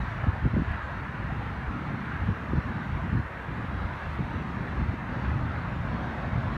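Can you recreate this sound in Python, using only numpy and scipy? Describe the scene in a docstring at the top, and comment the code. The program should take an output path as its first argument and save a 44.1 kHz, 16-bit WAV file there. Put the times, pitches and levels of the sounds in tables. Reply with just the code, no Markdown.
"""Wind in trees and on a microphone.

A breeze rumbles on a hand-held camera's microphone; single eddies hit it as dull bumps.
Wind rushes through the crowns, hisses in the leaves and now and then catches a nearer bough.
Dry grass rustles and ticks faintly close by."""
import sys
import numpy as np
from scipy import signal
from scipy.fft import rfft, irfft, next_fast_len
from scipy.io import wavfile
from scipy.ndimage import uniform_filter1d, map_coordinates

SR = 44100
rng = np.random.default_rng(int(sys.argv[2]) if len(sys.argv) > 2 else 0)


def unload_audio(sound):
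    """Save the sound as a 16-bit wav file, at the path given as the first command line argument."""
    columns = np.transpose(np.atleast_2d(sound))
    # keep every value between -1 and 1, then stretch to whole-number steps
    steps = np.round(np.clip(columns, -1, 1) * 32767)
    wavfile.write(sys.argv[1], SR, steps.astype(np.int16))


N = 289737
TIME_S = np.arange(N) / SR


# Gusts on the microphone: (peak time [s], rumble [dB], flutter [dB], rise [s], fall [s])
GUSTS = [(.01, -28.5, -34.5, .04, 0.02), (.29, -34, -47, 0.047, .018), (.46, -25, -32, 0.029, 0.017),
         (.59, -27.5, -35, 0.062, 0.025), (.70, -31.5, -38.5, 0.014, .052), (1.37, -35, -46, 0.2, 0.076),
         (2.30, -31, -38, 0.12, 0.029), (2.59, -30.5, -34, 0.067, 0.015), (2.94, -30.5, -48, .039, 0.044),
         (3.19, -30, -33.5, .12, 0.019), (3.5, -37, -38.5, 0.021, 0.069), (3.85, -34.5, -39, 0.14, 0.069),
         (4.21, -32.5, -47, 0.035, 0.044), (4.83, -31, -38, 0.14, 0.098), (5.35, -32.5, -48.5, 0.19, 0.11),
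         (5.9, -36, -46.5, .2, 0.12), (6.36, -31, -41, 0.058, 0.16)]

def gusts():
    """Rumble and flutter gains: each gust is a lopsided bell, and their powers add."""
    power = 0
    for peak_s, rumble_db, flutter_db, rise_s, fall_s in GUSTS:
        width_s = np.where(TIME_S < peak_s, rise_s, fall_s)
        power += amp([[rumble_db], [flutter_db]]) ** 2 * bell(TIME_S - peak_s, width_s) ** 2
    return np.sqrt(power)


# Draught between gusts: (time [s], rumble [dB], flutter [dB])
DRAUGHT = [(0, -35, -44), (.65, -38.5, -49), (.8, -40.5, -46.5), (1.0, -36, -41), (1.22, -44, -41.5),
           (1.6, -35.5, -38.5), (1.85, -41.5, -35.5), (2.02, -45, -35.5), (2.18, -39, -42),
           (2.4, -41, -40.5), (2.62, -38, -41.5), (2.7, -35, -33), (2.8, -43.5, -36.5), (3.1, -37, -40.5),
           (3.27, -40.5, -48), (3.43, -40.5, -43), (3.65, -35, -37.5), (3.9, -38, -44.5), (4.0, -40.5, -46),
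           (4.14, -36.5, -42), (4.3, -42, -37), (4.52, -39, -35), (4.9, -42, -39.5), (5.02, -53, -39),
           (5.2, -35.5, -36), (5.55, -34, -38.5), (6.0, -39, -35), (6.2, -35, -36.5), (6.57, -41, -35.5)]
# Spectra of slow and quick eddies: (frequency [Hz], density [dB])
RUMBLE = [(15, -51), (25, -30), (40, -12.5), (60, 1), (85, -2.5), (120, -3), (170, -15), (260, -28.5),
          (600, -61), (2000, -140)]
FLUTTER = [(60, -21), (120, 1), (170, 2.5), (250, -2.5), (320, -9), (440, -20.5), (800, -53), (3000, -140)]

def breeze():
    """Turbulence on the microphone: slow eddies rumble, quick ones flutter, both swell in gusts."""
    rumble_gust, flutter_gust = gusts()
    rumble_db, flutter_db = curves(DRAUGHT)
    rumble = steady(coloured(rng.standard_normal(N), RUMBLE), size=2800)
    flutter = coloured(rng.standard_normal(N), FLUTTER)
    flutter = steady(flutter + 0.25 * vortices(), size=2600)
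    rumble *= np.hypot(amp(rumble_db), rumble_gust)
    flutter *= np.hypot(amp(flutter_db), flutter_gust)
    swing_db = 1.7 * wobble(rate_hz=30)
    return amp(swing_db) * (rumble + flutter)


def vortices():
    """Vortices shed from the camera's edge at a loosely wandering pitch."""
    shed_hz = 203.8 * np.exp(0.13 * wobble(rate_hz=4.2) + 0.12 * wobble(rate_hz=70))
    return wobble(rate_hz=45) * np.sin(2 * np.pi * np.cumsum(shed_hz) / SR)


# Single eddies: (time [s], relative level [dB], pitch [Hz])
EDDIES = [(0.242, -14, 102), (0.272, -16.5, 196), (0.287, -13, 92), (0.299, -18, 100), (.454, -18, 290),
          (0.465, -11.5, 149), (0.474, -19, 260), (0.541, -18.5, 209), (0.566, -16.5, 434),
          (.569, -13, 240), (0.578, -13.5, 170), (0.586, -18.5, 346), (0.597, -17, 225), (.604, -29, 340),
          (0.621, -17.5, 218), (0.685, -18, 80), (0.712, -21.5, 88), (.842, -23, 75), (1.008, -26, 104),
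          (1.094, -27, 135), (1.147, -25, 149), (1.327, -19.5, 131), (1.397, -21.5, 125),
          (1.462, -26.5, 115), (1.688, -19.5, 63.6), (2.22, -22, 80), (2.271, -20, 78), (2.290, -11.5, 160),
          (2.298, -24, 400), (2.308, -18, 84), (2.535, -15.5, 265), (2.558, -22.5, 105),
          (2.586, -14.5, 146), (2.931, -18, 86), (2.958, -25, 100), (3.131, -17, 176), (3.153, -15, 142),
          (3.171, -19, 99), (3.2, -14.5, 89.5), (3.775, -22, 105), (3.854, -15, 86), (4.07, -22.5, 78),
          (4.122, -23.5, 90), (4.194, -25, 337), (4.208, -13.5, 145), (4.342, -31, 300), (4.362, -20.5, 84),
          (4.894, -15.5, 106), (4.94, -21, 258), (5.282, -20, 80), (5.323, -17.5, 87), (5.359, -14, 104),
          (5.437, -17.5, 125), (5.9, -23, 103), (6.36, -15.5, 129)]

def eddy_bumps():
    """Each eddy's core sucks at the microphone: a pressure dip between two crests, plus a puff."""
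    build_cycles, fade_cycles = 0.48, 0.58
    out = np.zeros(N)
    puff = steady(band(centre_hz=286, octaves=0.58), size=600)
    for time_s, level_db, pitch_hz in EDDIES:
        near = np.abs(TIME_S - time_s) < 0.05
        cycles = (TIME_S[near] - time_s) * pitch_hz
        envelope = bell(cycles, np.where(cycles < 0, build_cycles, fade_cycles))
        raggedness = 0.18 * pitch_hz / 300  # quick eddies are more ragged
        pressure = raggedness * puff[near] - np.cos(2 * np.pi * cycles)
        out[near] += amp(level_db - 4) * envelope * pressure
    return out


# Wind strength in the trees, and the far roar: (time [s], level [dB])
WIND = [(0, -59), (.27, -61), (.46, -63), (.66, -60.5), (1.04, -61.5), (2.0, -61.5), (2.96, -61),
        (3.32, -63.5), (4.04, -59), (4.35, -60.5), (4.8, -60.5), (5.04, -62.5), (5.2, -59.5), (5.5, -61),
        (6.57, -58.5)]
ROAR = [(0, -57), (5.7, -48.5), (6.25, -42), (6.57, -45.5)]
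# Spectra of crowns and leaves: (frequency [Hz], density [dB])
RUSH = [(40, -43), (150, -5), (420, -6), (600, -6), (780, -3), (930, 0), (1200, -1), (1650, -2), (2000, -6),
        (2250, -10.5), (2700, -15), (3200, -26), (4000, -47), (12000, -120)]
LEAVES = [(700, -48), (1500, -27), (2800, 2.5), (3650, 2.5), (4300, -3), (4950, -10), (5700, -11.5),
          (6800, -16.5), (7700, -25.5), (8800, -25.5), (9800, -35), (10500, -42), (16000, -56)]

def trees():
    """One wind drives the crowns' rush and the leaves' hiss; a lower, farther roar swells late."""
    wind_db, = curves(WIND)
    roar_db, = curves(ROAR)
    rush_db = -39 + 0.17 * (wind_db - wind_db.mean())
    rush = amp(rush_db) * coloured(patchy(depth_db=1.95), RUSH)
    leaves_db = wind_db + 1.73 + 0.3 * wobble(rate_hz=18)
    leaves = amp(leaves_db) * coloured(patchy(depth_db=2.5), LEAVES)
    roar = amp(roar_db) * band(centre_hz=645, octaves=0.47)
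    return rush + leaves + roar


# Bough swells: (time [s], level [dB], width [s])
SWELLS = [(.17, -47.5, 0.11), (0.733, -43.5, 0.066), (1.47, -48, 0.051), (2.143, -45, 0.1),
          (5.26, -45.5, 0.033)]
# Bough spectrum: (frequency [Hz], density [dB])
BOUGH = [(700, -39), (1200, -8), (1650, 5.5), (2100, -6), (2800, -10), (4000, -27.5), (7000, -57)]

def boughs():
    """A nearer bough catches the wind and the rush brightens briefly."""
    swell = sum(amp(db) * bell(TIME_S - time_s, width_s) for time_s, db, width_s in SWELLS)
    return swell * coloured(rng.standard_normal(N), BOUGH)


# Stalk ticks: (time [s], level [dB], pitch [Hz], width [s], bandwidth [octaves])
TICKS = [(0.24, -34, 700, 0.0051, 0.6), (0.362, -40, 800, 0.0087, .4), (0.717, -71, 9100, 0.0045, .16),
         (.850, -76, 7000, .018, .16), (1.307, -38, 720, 0.0063, 0.091), (1.42, -37.5, 760, 0.008, 0.15),
         (3.001, -40, 730, 0.0068, 0.12)]
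# Blade rustle: (time [s], level [dB])
RUSTLE = [(0, -79), (.6, -90), (1.3, -85), (2.6, -80.5), (3.3, -82), (3.7, -80), (4.4, -81), (4.95, -87),
          (5.35, -85), (6.57, -86)]
# Blade spectrum: (frequency [Hz], density [dB])
BLADES = [(3000, -27.5), (7000, -2), (8800, 0.5), (9700, -3.5), (10400, -8), (11500, -3.5), (13000, -5),
          (16000, -8.5)]

def grass():
    """Dry stalks tick over the fine, flickering rustle of their blades."""
    ticks = np.zeros(N)
    for time_s, level_db, pitch_hz, width_s, octaves in TICKS:
        noise = steady(band(pitch_hz, octaves), size=500)
        ticks += amp(level_db) * bell(TIME_S - time_s, width_s) * noise
    rustle_db, = curves(RUSTLE)
    flicker_db = 1.8 * wobble(rate_hz=22)
    return ticks + amp(rustle_db + flicker_db) * coloured(patchy(depth_db=5.5), BLADES)


def amp(db):
    """Decibels to gain."""
    return 10 ** (np.asarray(db) / 20)


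def unit(x):
    """Scale to rms 1."""
    return x / np.sqrt(np.mean(x ** 2) + 1e-20)


def bell(offset, width):
    """Gaussian of peak 1."""
    return np.exp(-0.5 * (offset / width) ** 2)


def curves(rows):
    """One value per sample for each column after the time."""
    times_s, *columns = np.transpose(rows)
    return [np.interp(TIME_S, times_s, column) for column in columns]


def wobble(rate_hz):
    """Smooth curve through random knots."""
    knots = rng.standard_normal(int(N * rate_hz / SR) + 4)
    return map_coordinates(knots, [TIME_S * rate_hz])


def filtered(x, response):
    """Apply a gain given as a function of frequency."""
    size = next_fast_len(N + SR // 2)
    return irfft(rfft(x, size) * response(np.fft.rfftfreq(size, 1 / SR)), size)[:N]


def coloured(x, spectrum):
    """Shape x by (frequency [Hz], gain [dB]) points on a log axis; rms 1."""
    knots_hz, db = np.transpose(spectrum)
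    return unit(filtered(x, lambda hz: amp(np.interp(np.log(hz + 1), np.log(knots_hz + 1), db))))


def band(centre_hz, octaves):
    """Noise in a bell-shaped band; rms 1."""
    noise = rng.standard_normal(N)
    return unit(filtered(noise, lambda hz: bell(np.log2((hz + 1) / centre_hz), octaves)))


def patchy(depth_db):
    """White noise whose gain drifts in patches of time and frequency."""
    bins = signal.stft(rng.standard_normal(N), nperseg=1024)[2]
    patches = uniform_filter1d(rng.standard_normal(bins.shape), size=3, axis=0)
    patches = uniform_filter1d(patches, size=9, axis=1)
    return signal.istft(bins * amp(depth_db * unit(patches)), nperseg=1024)[1][:N]


def steady(x, size):
    """Divide by the running rms over size samples: slow swells go, quick lumps stay."""
    return x / np.sqrt(np.abs(uniform_filter1d(x ** 2, size=size)) + 1e-6)


def scene():
    """Wind on the microphone, trees and grass; mono."""
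    return (breeze() + eddy_bumps() + trees() + boughs() + grass())[None]


# Camera hiss spectrum: (frequency [Hz], density [dB])
HISS = [(100, 2.5), (9600, 2), (10400, -3), (11200, 0), (15500, -4)]

def record(dry):
    """A brief fade in and out avoids clicks; faint hiss is added and the top treble is cut."""
    cutoff_hz = 15720
    hiss = amp(-74.5) * coloured(rng.standard_normal(N), HISS)
    fade = signal.windows.tukey(N, 0.001)
    return filtered(fade * dry[0] + hiss, lambda hz: hz < cutoff_hz)[None]


dry = scene()
out = record(dry)
unload_audio(out)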